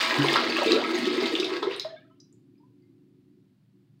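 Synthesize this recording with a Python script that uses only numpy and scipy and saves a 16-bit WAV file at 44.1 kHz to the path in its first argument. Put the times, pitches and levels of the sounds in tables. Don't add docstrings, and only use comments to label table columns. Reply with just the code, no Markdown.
import sys
import numpy as np
from scipy import signal
from scipy.fft import rfft, irfft
from scipy.io import wavfile
from scipy.ndimage import uniform_filter1d

SR = 44100
rng = np.random.default_rng(int(sys.argv[2]) if len(sys.argv) > 2 else 0)


def generate_wav(signal):
    frames = np.transpose(np.atleast_2d(signal))
    scaled = np.clip(frames, -1, 1) * 32767
    pcm = np.round(scaled).astype(np.int16)
    wavfile.write(sys.argv[1], SR, pcm)


N = 176400

# time_s, spray_db, slosh_db, gurgle_db, mist_db
POUR_FADERS = [(0.0, -22, -32, -39, -42), (0.13, -27, -27, -27.5, -47.5), (0.19, -28.5, -27, -26.5, -46.5),
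               (0.34, -24, -28.5, -30, -47.5), (0.36, -27, -24, -26, -56), (0.555, -28.5, -44, -26, -50.5),
               (0.6, -26.5, -31.5, -26, -47), (0.65, -28, -59, -36, -47.5), (0.72, -26, -33, -20, -49.5),
               (0.8, -32.5, -31, -28, -59), (0.95, -31, -36.5, -24, -50.5), (1.15, -30.5, -53, -24, -54.5),
               (1.22, -28.5, -35, -32, -54.5), (1.34, -32.5, -45, -25, -52), (1.43, -40.5, -38, -38.5, -61),
               (1.57, -32, -36.5, -31.5, -61.5), (1.61, -88, -52, -38.5, -63), (1.63, -46, -30.5, -31, -66),
               (1.68, -41, -41.5, -27, -75), (1.8, -23, -33.5, -65, -61), (1.87, -99, -23, -60, -55),
               (2.0, -50, -67, -58, -100)]
# freq_hz, gain_db
SPRAY_EQ = [(100, -36), (300, -35.5), (600, -4), (1200, 0.5), (2000, -2.5), (3000, -1), (4000, 1.5),
            (4900, -1), (5800, -13.5), (8000, -26.5), (15000, -40.5)]
# freq_hz, gain_db
MIST_EQ = [(2000, -20), (5000, -13.5), (6500, -1), (8300, -4.5), (10000, -14.5), (15500, -10.5)]
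# time_s, pitch_ratio
GURGLE_BEND = [(1.25, 1.02), (1.6, 1.17)]
# time_s, pitch_hz, level_db
AIR_POCKET = [(.565, 1242, -29), (0.599, 1273, -27), (0.621, 880, -21.5), (0.644, 618, -27.5),
              (0.661, 430, -14.5), (0.691, 415, -22), (.708, 367, -26), (0.75, 390, -20), (.77, 500, -19.5),
              (0.788, 620, -28.5), (0.817, 700, -28), (.835, 700, -57)]
# start_s, centre_hz, level_db, width_octaves, t60_s
SLAPS = [(.011, 2500, -18.5, 0.61, 0.027), (.108, 1970, -20, 0.54, 0.045), (0.142, 2980, -23, 0.73, 0.016),
         (0.2843, 2780, -18, 0.42, 0.032), (0.331, 5730, -31, 0.88, .02), (.339, 3360, -20, 0.37, 0.023),
         (0.3583, 1280, -15.5, 0.69, 0.035), (0.359, 3840, -26, 0.36, .04),
         (0.568, 1500, -23.5, 0.78, 0.011), (0.7198, 4400, -19, 0.4, 0.013),
         (.8383, 2150, -28.5, 0.27, 0.066), (0.951, 1990, -30.5, 0.18, 0.067),
         (0.987, 2200, -25.5, 0.93, 0.0091), (1.055, 3400, -23.5, 0.41, 0.017),
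         (1.257, 3260, -29, 0.5, 0.067), (1.3528, 2850, -21, 0.4, 0.025), (1.399, 3780, -24.5, 0.56, 0.036),
         (1.426, 2610, -28, 0.2, 0.053), (1.444, 3700, -25, 0.44, 0.043), (1.6278, 870, -27.5, 0.78, 0.029),
         (1.627, 3590, -30.5, 0.35, 0.06), (1.71, 2610, -33.5, 0.46, 0.062),
         (1.742, 3950, -34.5, 0.23, 0.039), (1.763, 9070, -43.5, 0.3, 0.012),
         (1.797, 4560, -25, 0.35, 0.014), (1.797, 13000, -51, .4, .015), (1.847, 910, -42, 0.94, 0.055),
         (2.2004, 5700, -51, 0.16, 0.029), (2.326, 7520, -61, 0.25, 0.021)]
# start_s, pitch_hz, level_db, t60_s
BIG_BUBBLES = [(.18, 138, -25.5, 0.38), (.19, 284, -18, 0.15), (.244, 386, -17.5, 0.031),
               (.243, 997, -20.5, 0.03), (.325, 380, -21, 0.033), (.357, 1325, -19.5, 0.12),
               (.495, 372, -24.5, 0.029), (.57, 1197, -31, 0.26), (.585, 588, -24.5, 0.031),
               (.615, 561, -22, 0.053), (.704, 334, -16, 0.1), (.728, 387, -13, 0.041),
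               (.752, 426, -15, 0.055), (.741, 1310, -29.5, 0.12), (.843, 1260, -28.5, 0.058),
               (.901, 354, -25.5, .05), (.929, 340, -38, 0.029), (.972, 354, -24.5, 0.11),
               (1.071, 369.6, -19.5, 0.11), (1.07, 246.6, -38.5, 0.31), (1.132, 356, -26, 0.066),
               (1.177, 356, -16, 0.081), (1.223, 379, -15.5, 0.042), (1.235, 253, -24.5, 0.17),
               (1.335, 329, -24.5, 0.095), (1.397, 351, -18, 0.086), (1.426, 359.5, -18, 0.06),
               (1.469, 351, -21, 0.11), (1.515, 368, -19, 0.072), (1.627, 1276, -32, 0.11),
               (1.627, 408, -25, 0.087), (1.668, 371.3, -20, 0.086), (1.847, 626, -27, 0.15),
               (1.937, 663, -44, 0.092)]
# start_s, pitch_hz, level_db, t60_s
BUBBLE_PINGS = [(.222, 2910, -19, 0.011), (.299, 1860, -24, 0.049), (.367, 4870, -18, 0.0079),
                (.378, 3320, -22, 0.016), (.5, 4520, -23, 0.03), (.523, 2600, -21, 0.015),
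                (.5665, 2680, -18.5, 0.014), (.5815, 3330, -23.5, 0.01), (.589, 2080, -24, .02),
                (.68, 3690, -17.5, 0.013), (.71, 2650, -18.5, 0.02), (.7203, 3940, -10.5, 0.0088),
                (.8144, 3440, -26.5, 0.011), (.952, 6480, -32, 0.012), (1.051, 1842, -29, .035),
                (1.149, 3300, -38, .012), (1.2564, 3660, -28, 0.023), (1.3522, 3550, -19, 0.02),
                (1.399, 3870, -26, 0.011), (1.7972, 3900, -20, 0.007), (1.8195, 4140, -30, 0.028),
                (2.2, 4000, -60, 0.038), (2.203, 4920, -52.5, 0.034), (2.327, 7080, -65, 0.023),
                (2.555, 2400, -73, .04), (2.58, 4925, -71, 0.035), (2.822, 4650, -72, .03)]
# start_s, pitch_hz, level_db, t60_s
BUBBLE_POPS = [(1.896, 1727, -54, 0.12), (1.96, 3500, -56.5, 0.11), (1.961, 1595, -51.5, 0.099),
               (1.967, 2180, -58, 0.1), (2.02, 1710, -58, 0.044), (2.048, 1284, -62.5, 0.043),
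               (2.099, 1278, -61.5, 0.12), (2.109, 1000, -63, 0.061), (2.11, 2974, -73, 0.12),
               (2.6, 893, -66, 0.097), (2.632, 977, -61, 0.11), (2.828, 2060, -75, 0.13)]
# pitch_hz, gain_db, t60_s
BOWL_MODES = [(236.1, 4.5, .3), (328.4, 1.5, 0.22), (361.4, 7, 0.26), (525, 9.5, 0.059), (642, 4.5, 0.2),
              (765, 2, 0.3), (914, 0.5, 0.37), (1033, 7, .2), (1122, 6.5, 0.18), (1220, 4, 0.23),
              (1289, 9, 0.18), (1633, 6.5, 0.15), (1907, -0.5, 0.29), (2124, 6, 0.19), (2305, 2, 0.201)]
# freq_hz, t60_s
ROOM_DECAY = [(150, .3), (400, 0.54), (1000, 0.27), (2500, 0.35), (5000, 0.29), (12000, 0.21)]
# pitch_hz, level_db
HUM_TONES = [(118.4, -65.5), (145.3, -66.5), (193.8, -66.5), (242.2, -83), (263.8, -67.5), (290.7, -65.5),
             (360.7, -68)]
# freq_hz, gain_db
RUSH_EQ = [(25, -31), (60, -18.5), (90, -11), (120, 5), (190, -1), (260, -2.5), (400, -22), (600, -25.5),
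           (1200, -29.5), (4500, -33), (6000, -41), (15000, -44)]
# freq_hz, gain_db
WHIRR_EQ = [(120, -24.5), (230, -7), (290, 3.5), (370, -1.5), (420, -11.5), (480, -19.5), (900, -56.5)]
# time_s, gain_db
FAN_SWELL = [(2, 2.5), (3.05, 5), (3.4, 3.5), (3.55, -8.5), (3.65, -27.5), (3.76, 1.5), (4, -13)]

POUR_ENDS_S, DRIBBLE_S = 1.717, 0.026


def stream():
    flutter = undb(4 * waver(per_s=58))
    spray = colour(droplets(spread_db=3.5, count=4000), SPRAY_EQ) * flutter
    mist = colour(droplets(spread_db=5.5, count=5000), MIST_EQ) * flutter
    mist *= undb(5 * waver(per_s=110))
    spritz = froth(low_hz=5186, high_hz=9500, cycles=50, spread_db=6, rise=.054, count=400)
    fizz = froth(low_hz=1760, high_hz=4776, cycles=48, spread_db=3.5, rise=.09, count=700)
    slosh = froth(low_hz=654, high_hz=1820, cycles=10.8, spread_db=4, rise=.15, count=400)
    gurgle = froth(low_hz=219.6, high_hz=434, cycles=32, spread_db=-2, rise=.09, count=260,
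                   bend=GURGLE_BEND)
    spray_db, slosh_db, gurgle_db, mist_db = (curve(POUR_FADERS, column) for column in (1, 2, 3, 4))
    layers = [(spray, spray_db - 5), (fizz, spray_db - 7), (slosh, slosh_db - 4.5),
              (gurgle, gurgle_db - 5.5), (mist, mist_db - 2), (spritz, mist_db - 5.5)]
    water = sum(evened(bowl(layer)) * undb(db) for layer, db in layers)
    flowing = np.exp(-np.maximum(np.arange(N) / SR - POUR_ENDS_S, 0) / DRIBBLE_S)
    wet = .687
    return room(water * flowing, wet) / np.hypot(1, wet)


def droplets(spread_db, count):
    when, chance, polarity = rng.random((count, 3)).T
    clicks = np.sign(polarity - .5) * undb(-spread_db * np.log(chance + .004))
    loop = np.zeros(2 * SR)
    np.add.at(loop, (when * len(loop)).astype(int), clicks)
    return np.resize(loop, N)


def froth(low_hz, high_hz, cycles, spread_db, rise, count, bend=((0, 1),)):
    out = np.zeros(N)
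    times, ratios = np.array(bend).T
    for k, (when, pitch, chance) in enumerate(rng.random((count, 3))):
        start = 2 * (k + 2 * when) / count
        hz = low_hz * (high_hz / low_hz) ** pitch * np.interp(start, times, ratios)
        gain = undb(-spread_db * np.log(chance + .012))
        add(out, start, gain * bubble(hz, cycles / hz, rise, attack_s=1 / hz))
    return np.resize(out[:2 * SR], N)


def bubble(hz, t60, rise, attack_s):
    t, decay = fade(t60)
    envelope = decay * (1 - np.exp(-t / attack_s))
    phase = 2 * np.pi * hz * (t + rise * t ** 2 / (2 * t60))
    return envelope / envelope.max() * np.sin(phase)


def glug():
    out = np.zeros(N)
    times, hz, db = np.array(AIR_POCKET).T
    beat_s, jitter_s, pitch_scatter = .0105, .001186, .11
    beats = np.arange(times[0], times[-1], beat_s)
    for start, (late, detune) in zip(beats, rng.standard_normal((64, 2))):
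        note = np.interp(start, times, hz) * np.exp(pitch_scatter * detune)
        throb = bubble(note, t60=.035, rise=.017, attack_s=.0027)
        add(out, start + jitter_s * late, undb(np.interp(start, times, db)) * throb)
    return out


def slaps():
    out = np.zeros(N)
    hz = np.geomspace(20, 20000, num=120)
    for start, centre, db, octaves, t60 in SLAPS:
        t, decay = fade(t60)
        noise = rng.standard_normal(SR // 4)[:len(t)]
        band_db = -31.5 * np.log10(1 + (np.log2(hz / centre) / octaves) ** 2)
        burst = colour(decay * noise, np.c_[hz, band_db])
        add(out, start, undb(db) * burst * np.linalg.norm(decay) / np.linalg.norm(burst))
    return out


def solo_bubbles(table, rise, attack_s):
    out = np.zeros(N)
    for start, hz, db, t60 in table:
        add(out, start, undb(db) * bubble(hz, t60, rise, attack_s))
    return out


def foam(level_db=-45, decay_s=.093):
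    since = np.arange(N) / SR - POUR_ENDS_S
    fizz = evened(froth(low_hz=1193, high_hz=4540, cycles=120, spread_db=4, rise=.044, count=360))
    return fizz * undb(level_db) * (since > 0) * np.exp(-np.abs(since) / decay_s)


def bowl(x):
    response = np.zeros(N)
    for hz, db, t60 in BOWL_MODES:
        t, decay = fade(t60)
        add(response, 0, 2 * undb(db) * decay * np.cos(2 * np.pi * hz * t) / decay.sum())
    steady = np.arange(N)
    heaving = np.cumsum(1 + .012 * waver(per_s=11))
    ring = convolve(np.interp(steady, heaving, x), response[:SR])
    return x + np.interp(heaving, steady, ring)


def room(x, wet):
    hz, t, noise = signal.stft(rng.standard_normal(SR // 2), SR, nperseg=256)
    decay = np.exp(-np.log(1000) * t / over_hz(ROOM_DECAY, hz)[:, None])
    attack = 1 - np.exp(-t / .0018)
    tail = signal.istft(noise * decay * attack, SR)[1]
    return x + wet * convolve(x, tail / np.linalg.norm(tail))


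def fan(hum_trim_db=-3.5, rush_db=-64.5, whirr_db=-68.5):
    t = np.arange(N) / SR
    swell = undb(curve(FAN_SWELL))
    hum = np.zeros(N)
    for hz, db in HUM_TONES:
        gain = np.sqrt(2) * undb(db + 2 * waver(per_s=15))
        tone = gain * np.sin(2 * np.pi * hz * t + .7 * waver(per_s=14))
        hum += tone * (swell if hz > 220 else 1)
    rush = shaped_noise(RUSH_EQ)
    whirr = shaped_noise(WHIRR_EQ) * swell
    return undb(hum_trim_db) * hum + undb(rush_db) * rush + undb(whirr_db) * whirr


def undb(db):
    return 10 ** (np.asarray(db) / 20)


def curve(table, column=1):
    rows = np.array(table)
    return np.interp(np.arange(N) / SR, rows[:, 0], rows[:, column])


def over_hz(points, hz):
    rows = np.array(points)
    return np.interp(np.log(hz + 1), np.log(rows[:, 0]), rows[:, 1])


def convolve(x, response):
    return signal.fftconvolve(x, response)[:N]


def colour(x, eq, size=4096):
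    gain = undb(over_hz(eq, np.fft.rfftfreq(size, 1 / SR)))
    cepstrum = irfft(np.log(gain))
    cepstrum[1:size // 2] *= 2
    cepstrum[size // 2 + 1:] = 0
    return convolve(x, irfft(np.exp(rfft(cepstrum))))


def shaped_noise(eq):
    noise = colour(rng.standard_normal(N), eq)
    return noise / np.sqrt(np.mean(noise ** 2))


def add(out, start, sound):
    i = min(max(int(start * SR), 0), N)
    out[i:i + len(sound)] += sound[:N - i]


def fade(t60):
    t = np.arange(int(t60 * SR) + 2) / SR
    return t, np.exp(-np.log(1000) * t / t60)


def evened(x, span_s=.053):
    power = np.abs(uniform_filter1d(x ** 2, int(span_s * SR)))
    return x / np.sqrt(power + 1e-4 * np.mean(x ** 2))


def waver(per_s):
    return np.interp(np.arange(N) / SR * per_s, np.arange(1024), rng.standard_normal(1024))


def scene():
    water = stream() + room(bowl(slaps()), wet=.74)
    pings = solo_bubbles(BUBBLE_PINGS, rise=.033, attack_s=.00032)
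    water += room(pings + foam(), wet=.6)
    plops = solo_bubbles(BIG_BUBBLES + BUBBLE_POPS, rise=.12, attack_s=.007)
    water += room(plops + glug(), wet=.3)
    low_cut = signal.butter(3, 108, btype="high", fs=SR, output="sos")
    return (signal.sosfilt(low_cut, water) + fan())[None]


def record(dry):
    high_cut = signal.ellip(10, .2, 70, 15750, fs=SR, output="sos")
    return signal.sosfilt(high_cut, dry)


dry = scene()
out = record(dry)
generate_wav(out)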